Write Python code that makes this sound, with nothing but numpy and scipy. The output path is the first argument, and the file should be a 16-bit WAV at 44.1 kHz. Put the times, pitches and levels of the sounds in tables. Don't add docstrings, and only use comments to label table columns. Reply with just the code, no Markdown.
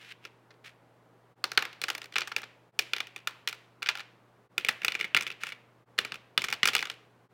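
import sys
import numpy as np
from scipy import signal
from scipy.fft import rfft, irfft
from scipy.io import wavfile

SR = 44100
rng = np.random.default_rng(int(sys.argv[2]) if len(sys.argv) > 2 else 0)


def to_wav(s):
    ch = np.atleast_2d(s).T
    pcm = np.round(np.clip(ch, -1, 1) * 32767)
    wavfile.write(sys.argv[1], SR, pcm.astype(np.int16))


N = 323253

# start_s, level_db, pitch_hz, knock_db, snap_db (both against the level), first_hop_s
DROPS = [(.2512, -38, 2580, -3.5, -16, 0.0017), (0.506, -55, 2080, 0, -20, 0.0063),
         (1.4406, -23, 4416, -3, -11, 0.0019), (1.5168, -34.5, 2350, 1, -6.5, 0.00065),
         (1.5752, -15, 4150, -2, -14, 0.048), (1.7292, -46, 2880, -10, -11.5, 0),
         (1.8158, -32.5, 4240, -8, -5.5, 0), (1.8378, -24.5, 2567, -6, -12, 0),
         (1.883, -33, 2032, 3, -9, 0.0049), (1.901, -26, 2880, -4, -9.5, 0.049),
         (2.0169, -39, 2830, -3, -9.5, .025), (2.1227, -74, 2205, 21, 13, 0),
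         (2.1573, -25.5, 2670, -1, -17, 0.0016), (2.1637, -22, 2570, -11, -26, 0),
         (2.1826, -23.5, 2410, -5.5, -13, 0.024), (2.2166, -29, 3135, -6.5, -35, 0),
         (2.2735, -39, 1720, 0.5, -6, 0.0038), (2.3166, -41.5, 2220, 7.5, -15, 0.00059),
         (2.3635, -22, 2780, -9.5, -13, 0), (2.3813, -47, 2550, 7, -1.5, 0.036),
         (2.4322, -39.5, 2420, -2, -38, 0.005), (2.79, -20, 2480, -7, -10.5, 0),
         (2.7922, -21, 2410, -10.5, -8, 0), (2.934, -21, 2900, -6.5, -16.5, 0.03),
         (3.0033, -25, 3383, -7, -15.5, 0.0024), (3.07, -44, 2947, -5.5, -11.5, 0.0024),
         (3.1619, -33.5, 2480, -7.5, -12.5, 0.0028), (3.2728, -25, 3690, -2, -10, 0.0028),
         (3.4745, -24, 2448, -6, -9.5, 0.012), (3.5275, -35.5, 2300, -3, -10, 0.0026),
         (3.8216, -36.5, 2412, -1, -18, 0.0053), (3.8279, -28, 2556, -4.5, -14, 0.0021),
         (3.86, -29.5, 2340, -4.5, -25, 0.0096), (3.8878, -18.5, 2485, -3, -17.5, 0.0078),
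         (3.9527, -34.5, 3025, -0.5, -14, 0.02), (3.9946, -35, 2430, -2, -17.5, 0.0086),
         (4.5798, -21, 2496, -7, -11.5, 0.00097), (4.6479, -23.5, 2300, -13.5, -15, 0),
         (4.6861, -21.5, 2614, -3, -9.5, 0), (4.6896, -18, 1926, -4, -16, 0.0029),
         (4.8182, -36.5, 2722, -2, -19, 0), (4.8472, -22, 2450, -7, -7.5, 0),
         (4.8815, -20.5, 2480, -7.5, -17, 0.039), (4.9515, -24.5, 2400, -8.5, -18.5, 0.048),
         (4.9919, -37.5, 2460, -9.5, -18.5, .009), (5.0103, -23.5, 2220, -10.5, -20, 0),
         (5.0431, -27.5, 2146, -10, -21, 0.0053), (5.1468, -15.5, 2693, -6, -18.5, 0.0026),
         (5.1655, -19, 2090, -3, -17, 0), (5.1716, -19.5, 2220, -14, -16, 0),
         (5.209, -28.5, 2308, -6.5, -8, .014), (5.2665, -29.5, 2430, -8.5, -16, 0.0083),
         (5.3026, -33.5, 2600, -9.5, -19.5, .012), (5.4346, -27.5, 2363, -3.5, -14.5, 0.034),
         (5.5209, -36, 2280, -9.5, -20.5, 0.004), (5.9797, -38, 4350, -1.5, -11, 0),
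         (5.9876, -17, 1810, -8, -13.5, 0.003), (6.0491, -29.5, 2360, -6, -12.5, 0.0019),
         (6.1202, -32, 2583, -4.5, -16.5, 0.022), (6.3767, -17, 3026, -6.5, -12, 0.042),
         (6.4404, -26.5, 2330, -3.5, -9, 0.0045), (6.4849, -30.5, 2240, -4, -11, 0.017),
         (6.5258, -24.5, 2408, -4.5, -11.5, 0.0087), (6.6312, -15, 1993, -6.5, -20, 0),
         (6.655, -18.5, 2253, -6, -8.5, 0), (6.6737, -22.5, 2438, -2, -3.5, 0.0035),
         (6.6854, -20, 3190, -5, -14.5, .005), (6.7334, -29.5, 2215, -6.5, -13.5, 0.0076),
         (6.7509, -18.5, 2160, -7.5, -8.5, 0.0025), (6.7644, -23, 3170, -7, -14, .016),
         (6.7911, -28, 2220, -17, -15, .015), (6.826, -27, 2081, -2.5, -16, 0.028),
         (6.8992, -30.5, 2937, -5, -12, 0)]
LIGHT_TOUCH_HZ = (2142, 2670)
TOP_HZ = 16300
RING_TIME = np.arange(SR // 10) / SR


def amp(db):
    return 10 ** (np.asarray(db) / 20)


def unit(x):
    return x / np.sqrt(np.sum(x ** 2) / 220 + 1e-20)


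def curve(points, hz, column=1):
    columns = np.transpose(points)
    return np.interp(np.log(hz + 1), np.log(columns[0] + 1), columns[column])


def add(mix, start_s, sound):
    part = mix[max(round(start_s * SR), 0):][:len(sound)]
    part += sound[:len(part)]


def band(x, low_hz, high_hz, order=2):
    return signal.sosfilt(signal.butter(order, [low_hz, high_hz], "band", fs=SR, output="sos"), x)


def coloured(x, spectrum):
    shaped = irfft(rfft(x) * amp(curve(spectrum, np.fft.rfftfreq(N, 1 / SR))), N)
    return shaped / np.sqrt(np.mean(shaped ** 2) + 1e-20)


def ventilation(air_db=-63.5):
    # frequency_hz, relative_db
    air_spectrum = [(30, -19.5), (85, -13), (130, -5), (240, -4), (430, -2), (700, -5), (1200, -8),
                    (2500, -19.5), (6000, -31.5), (15000, -37)]
    # pitch_hz, level_db
    tones = [(120, -68.5), (172, -79)]
    t = np.arange(N) / SR
    hum = sum(amp(db) * np.sqrt(2) * np.sin(2 * np.pi * (hz * t + rng.random())) for hz, db in tones)
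    return amp(air_db) * coloured(rng.standard_normal(N), air_spectrum) + hum


def room(x, early_db=-19, early_t60_s=0.086, blur_octaves=0.24):
    # frequency_hz, level_db, t60_s
    reverb = [(205.2, -8.5, 0.29), (600, -7.5, 0.4), (1400, -17, 0.58), (2560, -14.5, 0.49),
              (5030, -21, 0.54), (12000, -22.5, 0.49)]
    frames = dict(fs=SR, nperseg=512, noverlap=384)
    hz, t, spectra = signal.stft(x, **frames)
    centres_hz = hz + hz[1] / 2
    spread = np.exp(-.5 * (np.log2(centres_hz[:, None] / centres_hz) / blur_octaves) ** 2)
    power = spread / spread.sum(1, keepdims=True) @ abs(spectra) ** 2
    power = np.pad(power, ((0, 0), (3, 0)))
    early = amp(-60 * t / early_t60_s) ** 2
    early = amp(early_db) ** 2 * early / early.sum()
    late = amp(-60 * t / curve(reverb, hz, column=2)[:, None]) ** 2
    late = amp(curve(reverb, hz))[:, None] ** 2 * late / late.sum(1, keepdims=True)
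    stored = signal.fftconvolve(power, early + late, axes=1)[:, :len(t)]
    scatter = signal.stft(rng.standard_normal(N), **frames)[2]
    return signal.istft(np.sqrt(abs(stored)) * scatter / scatter.std(), **frames)[1][:N]


def sliding(catches_per_s=3000, ramp_db=-32.5):
    # start_s, length_s, level_db, swell_s, fade_s (each ramp spans ramp_db)
    slides = [(0, 0.096, -54.5, .01, .03), (0.111, 0.015, -46, 0.038, 0.0066),
              (0.25, 0.0072, -53.5, 0.058, 0.025), (.645, 0.031, -48.5, 0.0056, 0.068),
              (5.413, 0.091, -46, 0.017, 0.035)]
    # frequency_hz, relative_db
    scrape = [(500, -31), (1100, -14), (1600, -3.5), (2700, -1), (4500, -12.5), (7000, -21.5),
              (16000, -33.5)]
    t = np.arange(N) / SR
    envelope = np.zeros(N)
    for start_s, length_s, db, swell_s, fade_s in slides:
        ramps = np.maximum(start_s - t, 0) / swell_s + np.maximum(t - start_s - length_s, 0) / fade_s
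        envelope += amp(db + ramp_db * ramps)
    catches = rng.standard_normal(N) * (rng.random(N) < catches_per_s / SR)
    return coloured(catches, scrape) * envelope


def dense_modes(t60_s, slap_s, rise_s=0.00075):
    since = np.maximum(RING_TIME - np.array([[0], [slap_s]]), 0)
    corner, face = amp(-60 * since / t60_s) * (1 - np.exp(-since / rise_s))
    return unit(rng.standard_normal(len(RING_TIME)) * np.hypot(corner, 0.12 * face))


def tray_ring():
    # pitch_hz, relative_db, t60_s
    modes = [(133, -18, 0.1), (424, 4, 0.02), (1392, 6, 0.031), (1744, 7, 0.02), (2408, 13, 0.021),
             (2897, 4.5, 0.036), (3494, 0.5, 0.035), (4118, -12, 0.028)]
    hz, db, t60_s = np.transpose(modes)[:, :, None]
    place = rng.choice([-1, 1], hz.shape) * rng.uniform(0.21, 1, hz.shape)
    rings = place * amp(db - 60 * RING_TIME / t60_s) * np.sin(2 * np.pi * hz * RING_TIME)
    return unit(rings.sum(0))


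def edge_snap(slap_s):
    lower = band(dense_modes(0.0086, slap_s), 3400, 8000)
    lower += amp(3.5) * band(dense_modes(0.014, slap_s), 5000, 6000)
    upper = band(dense_modes(.013, slap_s), 6400, TOP_HZ)
    return unit(lower + amp(-7.5 + 1.6 * rng.standard_normal()) * upper)


def blow(start_s, db, pitch_hz, knock_db, snap_db, piece_t60_s=.012, filling_db_per_s=-4.5):
    # start_s, thump_db, deep_thump_db, tray_ring_db, piece_ring_db
    wells = [(1.4, -18, -6.5, -6, -10), (2.7, -22.5, -19, -1.5, -7), (4.5, -19.5, -1, 0.5, 0.5),
             (5.9, -18, 0.5, -2.5, -6.5)]
    from_s, bare_db, deep_db, tray_db, piece_db = wells[sum(start_s > well[0] for well in wells[1:])]
    heap_db = filling_db_per_s * max(start_s - from_s, 0)
    quiet_lift_db = 0.29 * max(-23 - db, 0)
    thump_db = bare_db + heap_db + quiet_lift_db
    slap_s = rng.uniform(.0009, 0.0029)
    tray = amp(tray_db) * tray_ring()
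    piece = unit(np.sin(2 * np.pi * pitch_hz * RING_TIME) * amp(-60 * RING_TIME / piece_t60_s))
    struck = dense_modes(0.017, slap_s) + amp(piece_db) * piece + 0.81 * tray
    clack = unit(band(struck, 1750, 4850, order=3))
    walls = band(dense_modes(0.026, slap_s) + 0.56 * tray, 1192, 2004)
    knock = unit(walls + amp(-5.5) * band(dense_modes(0.0088, slap_s), 760, 920))
    floor = dense_modes(0.053, slap_s) + 1.1 * tray
    thump = unit(band(floor, 320, 580) + amp(deep_db) * band(floor, 120, 260))
    snap = edge_snap(slap_s)
    return amp(db) * (clack + amp(knock_db) * knock + amp(thump_db) * thump + amp(snap_db) * snap)


def jostling(within_s=.05, lighter_db=-19, nudges=2):
    out = np.zeros(N)
    for (start_s, *_), (next_s, next_db, *_) in zip(DROPS, DROPS[1:]):
        gap_s = next_s - start_s
        if gap_s < within_s:
            for _ in range(nudges):
                db = next_db + lighter_db + 1.3 * rng.standard_normal()
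                nudge_s = start_s + gap_s * rng.uniform(0, .6)
                pitch_hz = rng.uniform(*LIGHT_TOUCH_HZ)
                add(out, nudge_s, blow(start_s, db, pitch_hz, knock_db=-6.5, snap_db=-17.5))
    return out


def hops(start_s, db, knock_db, snap_db, first_hop_s, hop_ratio=.6, loss_db=-5):
    if first_hop_s <= .003:
        return []
    landings_s = start_s + np.cumsum(first_hop_s * hop_ratio ** np.arange(2))
    first_db = min(-21.5 + 0.48 * db, db + loss_db)
    bright_db = snap_db + 3
    return [(at_s, first_db + k * loss_db, rng.uniform(*LIGHT_TOUCH_HZ), knock_db, bright_db)
            for k, at_s in enumerate(landings_s)]


def dropping(rebound_db=-27, rocks=3):
    out = np.zeros(N)
    rock_delays_s = rng.uniform(0.0036, 0.017, (len(DROPS), rocks)).cumsum(1)
    rock_losses_db = rebound_db + 3 * rng.standard_normal((len(DROPS), rocks)) - 3 * np.arange(rocks)
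    for (start_s, db, *timbre, _), delays_s, losses_db in zip(DROPS, rock_delays_s, rock_losses_db):
        add(out, start_s, blow(start_s, db, *timbre))
        for delay_s, loss_db in zip(delays_s, losses_db):
            rock_db = .75 * db + loss_db
            add(out, start_s + delay_s, blow(start_s, rock_db, *timbre))
    for start_s, db, _, knock_db, snap_db, first_hop_s in DROPS:
        for landing_s, *contact in hops(start_s, db, knock_db, snap_db, first_hop_s):
            add(out, landing_s, blow(landing_s, *contact))
    return out


def scene():
    direct = dropping() + sliding() + jostling()
    return (direct + room(direct) + ventilation())[None]


def record(dry, dip_ramp_s=0.032):
    dips = [1.351, 2.717, 4.487, 5.853, 7.285]
    from_dip_s = abs(np.arange(N)[:, None] / SR - np.array(dips)).min(1)
    dipped = dry * np.clip(from_dip_s / dip_ramp_s, .04, 1)
    low_pass = signal.firwin(255, TOP_HZ, window=("kaiser", 9), fs=SR)
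    return signal.oaconvolve(dipped, low_pass[None], "same")


dry = scene()
out = record(dry)
to_wav(out)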